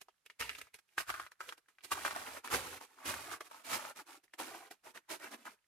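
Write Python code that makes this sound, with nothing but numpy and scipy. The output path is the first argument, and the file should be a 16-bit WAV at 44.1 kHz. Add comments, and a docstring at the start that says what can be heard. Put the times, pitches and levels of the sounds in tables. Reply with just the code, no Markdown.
"""Slow footsteps on grit in a narrow rock tunnel.

Each sole lands with a soft thud, slides on sand and rolls over small stones, some of which snap under
the weight. Grit patters on the shoe with a hollow note. Drags, scuffs and ticking chips fall between
the steps. The close walls answer quickly, the length of the tunnel faintly, over still air."""
import sys
import numpy as np
from scipy import signal
from scipy.fft import rfft, irfft, next_fast_len
from scipy.io import wavfile
from scipy.ndimage import map_coordinates

SR = 44100
rng = np.random.default_rng(int(sys.argv[2]) if len(sys.argv) > 2 else 0)


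def store_pcm(level_fs):
    """Save levels as 16-bit WAV."""
    pcm = np.round(np.clip(level_fs, -1, 1) * 32767).astype(np.int16)
    wavfile.write(sys.argv[1], SR, np.atleast_2d(pcm).T)


N = 250047


# Each row: landing time in s, landing level in dB, rise in s, fall in s, roll level in dB, roll sag in
# dB/s, roll length in s, roll crunch against slide in dB, weight against slide in dB. Levels are relative.
FOOTFALLS = [(0.405, -45, 0.009, 0.012, -52, 85, 0.27, 7, -9),
             (0.983, -52, 0.0077, 0.011, -47, 63.5, .03, 0.5, -10),
             (1.098, -51, 0.025, 0.0066, -57, 53.5, 0.16, 9, -6.5),
             (1.923, -39, 0.011, 0.016, -52.5, 8.5, 0.46, 8.5, -15),
             (2.546, -37.5, 0.037, 0.029, -48, 37, 0.23, 7, -11),
             (3.094, -42, 0.034, 0.026, -51, 30, .27, 8, -11.5),
             (3.749, -40.5, 0.053, 0.027, -52.5, 30.5, .16, 10, -20),
             (4.396, -49.5, 0.011, 0.037, -52, 56, 0.28, 9.5, -24.5),
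             (5.114, -46.5, 0.019, 0.038, -55.5, 63, 0.048, 6.5, -46)]

def footfalls():
    """The heel lands, the sole rolls, the weight shifts to the toe: slide, crunch and weight envelopes."""
    lift_fall_s, settle_lag_s, toe_lead_s, toe_width_s = 0.012, 0.0055, 0.046, 0.016
    heel_crunch_db, roll_weight_db, toe_weight_db = 4.5, -0.5, 5
    t = np.arange(N) / SR
    slide, crunch, weight = np.zeros((3, N))
    for s, land_db, rise, fall, roll_db, sag, length, crunch_db, weight_db in FOOTFALLS:
        lift = s + length
        touching = swell(s - 0.91 * rise, lift, 0.41 * rise, lift_fall_s)
        land = amp(land_db) * swell(s, s, rise, fall, roundness=1.34) * touching
        roll = amp(roll_db - sag * np.clip(t - s, 0, length)) * swell(s, lift, rise / 2, lift_fall_s)
        on_toe = swell(lift - toe_lead_s, lift - toe_lead_s, toe_width_s, toe_width_s, roundness=2)
        settled = np.interp(t - settle_lag_s, t, land)
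        slide += np.hypot(land, roll)
        crunch += np.hypot(amp(heel_crunch_db) * land, amp(crunch_db) * roll)
        weight += amp(weight_db) * np.hypot(settled, amp(roll_weight_db + toe_weight_db * on_toe) * roll)
    return np.array([slide, crunch, weight])


# Each row: start in s, length in s, relative level in dB, crunch against slide in dB.
SHOE_DRAGS = [(0.883, 0.13, -80, -4), (1.401, 0.13, -63.5, 8.5), (1.838, 0.019, -52, -25),
              (1.865, 0.055, -66.5, -8), (2.444, 0.025, -52, 10.5), (2.807, 0.049, -59.5, 2),
              (2.865, 0.17, -73.5, 5), (2.983, 0.14, -69.5, 12.5), (3.312, 0.034, -54, 3.5),
              (3.445, 0.036, -63, 5), (3.503, 0.12, -65, 7.5), (3.645, 0.045, -54, 3.5),
              (3.961, 0.056, -56, 7.5), (4.067, .11, -62, 6.5), (4.841, 0.071, -63, 8.5),
              (4.949, 0.028, -58.5, 10.5), (5.2, 0.094, -59.5, 8.5), (5.311, 0.044, -57, 9.5),
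              (5.377, 0.067, -70, 6), (5.454, 0.027, -59, 10), (5.487, 0.057, -68, 10)]

def drags():
    """An unloaded shoe presses hardest near mid-stroke: slide, crunch and weight envelopes."""
    arch_db, weight_db = 5, -31
    t, out = np.arange(N) / SR, np.zeros((3, N))
    for s, length, db, crunch_db in SHOE_DRAGS:
        easing = 2 * (np.clip((t - s) / length, 0, 1) - 0.49)
        stroke = amp(db - arch_db * easing ** 2) * swell(s, s + length, rise_s=0.0047, fall_s=0.0089)
        out += np.outer(amp([0, crunch_db, weight_db]), stroke)
    return out


# Each row: time in s, relative peak in dB, fall in s.
SHOE_SCUFFS = [(0.016, -52.5, 0.005), (0.263, -58.5, 0.0033), (0.302, -73, 0.015), (0.588, -50.5, .005),
               (0.616, -50.5, 0.0026), (0.744, -53.5, .011), (0.79, -61.5, 0.0047), (1.318, -64.5, 0.0073),
               (1.488, -58, 0.0056), (1.58, -64, .008), (1.686, -74, .03), (2.051, -63, 0.012),
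               (3.058, -47, 0.0054), (3.409, -58.5, 0.015), (4.239, -68.5, 0.013), (4.34, -59, 0.0059),
               (4.712, -53, 0.014)]

def scuffs():
    """Envelope of a shoe briefly brushing the floor."""
    return sum(amp(db) * swell(s, s, rise_s=0.0032, fall_s=fall) for s, db, fall in SHOE_SCUFFS)


# What small stones radiate. Each row: frequency in Hz, gain in dB.
STONE_RESPONSE = [(60, -51), (180, -31), (350, 1), (480, -6), (640, -2), (850, -1.5), (1300, 2), (2500, 4),
                  (6000, 1), (14000, -32)]

def stones(crunch, pitch_hz, scatter_oct):
    """Small stones grind together as the sole rolls over them."""
    contacts_per_s = 1000
    count = contacts_per_s * N // SR
    at = rng.integers(0, N, count)
    hz = np.clip(pitch_hz[at] * 2 ** (scatter_oct[at] * rng.standard_normal(count)), 300, SR / 4)
    grinding = clicks(at / SR, grain_sizes(count, range_db=6.5), hz, cycles=3.4, crack=0.045, skew=0.81)
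    return amp(-5) * crunch * unit(colour(grinding, STONE_RESPONSE))


# Each row: time in s, relative level in dB, pitch in Hz.
STONE_SNAPS = [(0.084, -45.5, 920), (0.262, -47.5, 2800), (0.299, -40.5, 2040), (0.41, -24.5, 1700),
               (0.423, -28, 1650), (0.493, -25, 2320), (0.55, -35.5, 2420), (0.614, -41.5, 2080),
               (0.669, -51, 1190), (0.98, -20.5, 1550), (1.001, -29, 1060), (1.093, -29.5, 1300),
               (1.101, -23, 1430), (1.14, -30.5, 1280), (1.197, -29, 1230), (1.217, -45.5, 1310),
               (1.264, -37.5, 1310), (1.318, -45, 1700), (1.405, -30.5, 1340), (1.412, -39, 1390),
               (1.49, -32.5, 2960), (1.523, -33, 1270), (1.685, -54, 1370), (1.784, -49.5, 2090),
               (1.807, -52.5, 2900), (2.049, -20, 1190), (2.054, -36.5, 1120), (2.061, -21.5, 1110),
               (2.077, -26, 1360), (2.109, -29.5, 1140), (2.161, -27, 1060), (2.264, -38, 2860),
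               (2.445, -39, 1070), (2.475, -32, 1440), (2.544, -23, 1610), (2.729, -42, 1440),
               (2.811, -36, 820), (3.139, -29, 1250), (3.338, -44, 1350), (3.407, -29.5, 1100),
               (3.512, -39, 1010), (3.544, -40.5, 950), (3.597, -53.5, 934), (3.85, -31.5, 1160),
               (4.336, -40.5, 1910), (4.398, -31.5, 925), (4.547, -34, 904), (4.71, -49.5, 1870),
               (4.974, -39, 1790), (5.243, -37.5, 1510), (5.338, -37.5, 800), (5.453, -40, 1280)]

def snaps():
    """Larger stones crack sharply, then shed three chips each."""
    chips_within_s, chip_span_oct = 0.0076, 1.71
    s, db, hz = np.transpose(STONE_SNAPS)
    s = s + 0.001206
    out = clicks(s, amp(db + 2), hz, cycles=1.15, crack=0.11, skew=1.0)
    for _ in range(3):
        late, detune = rng.random((len(s), 2)).T
        chip_hz = hz * 2 ** (chip_span_oct * (detune - 0.5))
        out += clicks(s + chips_within_s * late, amp(db - 9), chip_hz, cycles=0.99, crack=0.065, skew=0.56)
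    return colour(out, STONE_RESPONSE)


def crumbling():
    """Envelope of the debris from each snapped stone."""
    return sum(amp(db) * swell(s, s, rise_s=0.00077, fall_s=0.011) for s, db, _ in STONE_SNAPS)


# Each row: frequency in Hz, relative noise density in dB.
SAND_SPECTRUM = [(150, -15), (300, -25.5), (650, -4), (900, -6), (1400, -4.5), (2400, -0.5), (3400, -4.5),
                 (5000, -6.5), (7500, -7.5), (10500, -7.5), (13700, -12.5), (15800, -17.5)]

def sand(slide):
    """Fine grit fractures densely under the sliding sole."""
    fractures_per_s, life_s = 4000, 0.001
    count = int(fractures_per_s * N / SR)
    impulses = np.bincount(rng.integers(0, N, count), grain_sizes(count, range_db=7) ** 2, N)
    energy = signal.lfilter([1], [1, -np.exp(-2 / (life_s * SR))], impulses)
    return amp(3) * slide * rush(SAND_SPECTRUM, np.sqrt(energy))


# What the shoe passes on. 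Each row: frequency in Hz, gain in dB.
SOLE_RESPONSE = [(120, -22.5), (170, -15.5), (240, -0.5), (330, 2.5), (480, 6.5), (620, -3), (900, -10.5),
                 (3000, -31)]

def sole(force, hollow_hz):
    """Grit patters on the shoe, which answers with a short hollow note."""
    hits_per_s, scatter_oct = 1200, 0.4
    count = hits_per_s * N // SR
    at = rng.integers(0, N, count)
    hz = hollow_hz[at] * 2 ** (scatter_oct * rng.standard_normal(count))
    size = grain_sizes(count, range_db=6) * rng.choice([-1, 1], count)
    patter = clicks(at / SR, size, hz, cycles=2, crack=0, skew=0.25)
    return amp(-4.5) * force * unit(colour(patter, SOLE_RESPONSE))


# Each row: frequency in Hz at pitch factor 1, relative noise density in dB.
THUD_SPECTRUM = [(20, -28), (38, -25.5), (60, -5), (83, 2), (100, -4), (125, -10.5), (170, -8.5),
                 (300, -36), (800, -88)]
# Each row: time in s, pitch factor.
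THUD_RISE = [(1.2, .8), (2.4, 1), (3.2, 1.02), (3.75, 1.4)]

def thud(weight):
    """The ground answers the walker's weight with a dull, nearly centred rumble that rises in pitch."""
    width = 0.56
    speed, = curves(THUD_RISE)
    position = np.cumsum(speed) % N
    left, right = [np.interp(position, np.arange(N), channel) for channel in rush(THUD_SPECTRUM)]
    mid, side = (left + right) / 2, width * (left - right) / 2
    return weight * np.array([mid + side, mid - side])


def loose_chips():
    """Disturbed chips tick faintly at random."""
    ticks_per_s, centre_hz = 30, 2200
    when, size, pitch = rng.random((int(ticks_per_s * N / SR), 3)).T
    hz = centre_hz * 2 ** (pitch - 0.5)
    ticks = clicks(when * N / SR, amp(-76 + 16 * size ** 2), hz, cycles=2.3, crack=0.1, skew=0.6)
    return colour(ticks, STONE_RESPONSE)


# Close walls and tunnel length. Each row: frequency in Hz, time to fall 60 dB in s.
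WALL_DECAY = [(100, 0.031), (500, 0.044), (1500, 0.0098), (5000, 0.053), (14000, 0.074)]
TUNNEL_DECAY = [(100, .25), (500, 0.19), (1500, 0.45), (5000, .22), (14000, 0.23)]

def rock_echo(x, decay):
    """The rock answers diffusely, with a new tail every quarter second as the walker moves on."""
    block, delay = SR // 4, SR // 500
    mono, out = x.mean(axis=0), np.zeros((2, N + 2 * SR))
    for start in range(0, N, block):
        hz, t, noise = signal.stft(rng.standard_normal((2, block)), SR, nperseg=128)
        _, tail = signal.istft(noise * amp(-60 * t / along(decay, hz)[:, None]), SR, nperseg=128)
        tail = np.pad(tail / np.linalg.norm(tail[0]), ((0, 0), (delay, 0)))
        wet = signal.fftconvolve(mono[None, start:start + block], tail, axes=1)
        out[:, start:start + wet.shape[1]] += wet
    return spread(out[:, :N])


# Each row: frequency in Hz, relative noise density in dB.
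AIR_SPECTRUM = [(20, 1.5), (60, -5), (300, -9.5), (600, -10), (1300, -5.5), (3000, -9.5), (6000, -12),
                (12000, -13), (16000, -33.5)]

def still_air():
    """The tunnel's faint, steady hush."""
    return amp(-84.5) * rush(AIR_SPECTRUM)


def clicks(start_s, size, hz, cycles, crack, skew):
    """Contacts ring for a few cycles under a noisy crack; skew is the mean left-right phase in radians."""
    crack_s = 0.0035
    t = np.arange(SR // 70) / SR
    turns = np.outer(hz, t)
    where = (np.round(start_s * SR).astype(int)[:, None] + np.arange(len(t))).ravel()
    phase = skew * (1 + rng.standard_normal((len(start_s), 1))) / 2
    attack, taper = 1 - np.exp(-7 * turns), 1 - (t / t[-1]) ** 2
    envelope = attack * np.exp(-turns / cycles) * taper
    burst = crack * np.exp(-t / crack_s)
    channels = []
    for side in (-1, 1):
        ring = np.sin(2 * np.pi * turns - side * phase) * envelope
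        contact = ring + burst * rng.standard_normal(turns.shape)
        channels.append(np.bincount(where, (size[:, None] * contact).ravel(), N)[:N])
    return np.array(channels)


def grain_sizes(count, range_db):
    """Many small grains, few large ones."""
    return amp(range_db * rng.random(count) ** 3)


def swell(start_s, end_s, rise_s, fall_s, roundness=1):
    """Envelope that grows until start_s, holds to end_s and dies; roundness 1 is pointed, 2 a bell."""
    t = np.arange(N) / SR
    distance = np.maximum((start_s - t) / rise_s, (t - end_s) / fall_s)
    return np.exp(-np.clip(distance, 0, 20) ** roundness)


def wobble(knots_per_s):
    """Smooth random curve."""
    return map_coordinates(rng.standard_normal(N // 100), [np.arange(N) * knots_per_s / SR])


def rush(spectrum, texture=1):
    """Coloured stereo noise of rms 1, broken up by a texture."""
    return unit(spread(colour(texture * rng.standard_normal((2, N)), spectrum)))


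# Each row: frequency in Hz, left-right correlation.
STEREO_LIKENESS = [(60, 0.2), (300, 0.71), (1200, 0.16), (2500, 0.35), (4500, 0.16), (12000, 0.055)]

def spread(pair):
    """Two unrelated signals become left and right, most alike in the low mids."""
    def mid_side_gains(hz):
        angle = np.arccos(np.clip(along(STEREO_LIKENESS, hz), -1, 1)) / 2
        return np.array([np.cos(angle), np.sin(angle)])
    mid, side = filtered(pair, mid_side_gains)
    return np.array([mid + side, mid - side])


def colour(x, spectrum):
    """x through (Hz, dB) points."""
    return filtered(x, lambda hz: amp(along(spectrum, hz)))


def filtered(x, response):
    """x through a gain function of frequency."""
    size = next_fast_len(N + SR // 2)
    return irfft(rfft(x, size) * response(np.fft.rfftfreq(size, 1 / SR)), size)[..., :N]


def along(points, hz):
    """(Hz, value) points read on a log axis."""
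    knots_hz, values = np.transpose(points)
    return np.interp(np.log(hz + 1), np.log(knots_hz + 1), values)


def curves(rows):
    """One value per sample for each column after the time."""
    s, *columns = np.transpose(rows)
    return [np.interp(np.arange(N) / SR, s, column) for column in columns]


def amp(db):
    """Decibels to gain."""
    return 10 ** (np.asarray(db) / 20)


def unit(x):
    """x scaled to rms 1."""
    return x / np.sqrt(np.mean(x ** 2) + 1e-20)


# The floor along the way. Each row: time in s, stone pitch in Hz, its scatter in octaves,
# pitch of the sole's hollow in Hz, force on the sole against slide in dB.
FLOOR = [(0.45, 2300, .45, 416, -7), (1.1, 1380, .2, 418, -19), (1.5, 1414, 0.14, 498, -4.5),
         (2.1, 1160, 0.5, 330, -8), (2.6, 1103, 0.49, 310, -2.5), (3.7, 1150, 0.35, 287, -8),
         (4.4, 968, 0.68, 305, -2.5), (5.2, 1194, 0.644, 241, -1.5)]

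def scene():
    """Slide drives sand and sole, crunch the stones, weight the thud; the rock echoes all but the thud."""
    slide, crunch, weight = footfalls() + drags()
    brushes, debris = scuffs(), crumbling()
    clumps = amp(2.5 * wobble(knots_per_s=40))  # stones lie unevenly
    slide = slide + brushes + amp(-29.5) * debris
    crunch = crunch * clumps + amp(2.5) * brushes + amp(-17) * debris
    pitch_hz, scatter_oct, hollow_hz, hollow_db = curves(FLOOR)
    knocks = stones(crunch, pitch_hz, scatter_oct) + snaps() + loose_chips()
    knocks += sole(slide * amp(hollow_db), hollow_hz)
    hiss = sand(slide)
    thuds = thud(weight + amp(-23) * brushes)
    walls = amp(0.5) * rock_echo(knocks + 0.5 * hiss, WALL_DECAY)  # rough rock returns less hiss
    tunnel = amp(-23) * rock_echo(knocks + hiss, TUNNEL_DECAY)
    return knocks + hiss + thuds + walls + tunnel + still_air()


# Each row: frequency in Hz, left minus right in dB.
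PORT_BALANCE = [(100, -1), (700, -0.5), (1290, 1), (2400, 0.5), (4400, -8.5), (8100, -9), (15000, -11.5)]

def record(dry):
    """The left microphone port is duller than the right; deep rumble and the top treble are cut."""
    low_cut_hz, rolloff_hz, top_hz = 40, 14800, 15850
    def ports(hz):
        gains = amp(np.outer([0.5, -0.5], along(PORT_BALANCE, hz)))
        band = (hz < top_hz) / np.sqrt(1 + (hz / rolloff_hz) ** 36)
        return gains / gains.mean(axis=0) * band
    low_cut = signal.butter(2, low_cut_hz, "highpass", fs=SR, output="sos")
    return signal.sosfilt(low_cut, filtered(dry, ports))


dry = scene()
out = record(dry)
store_pcm(out)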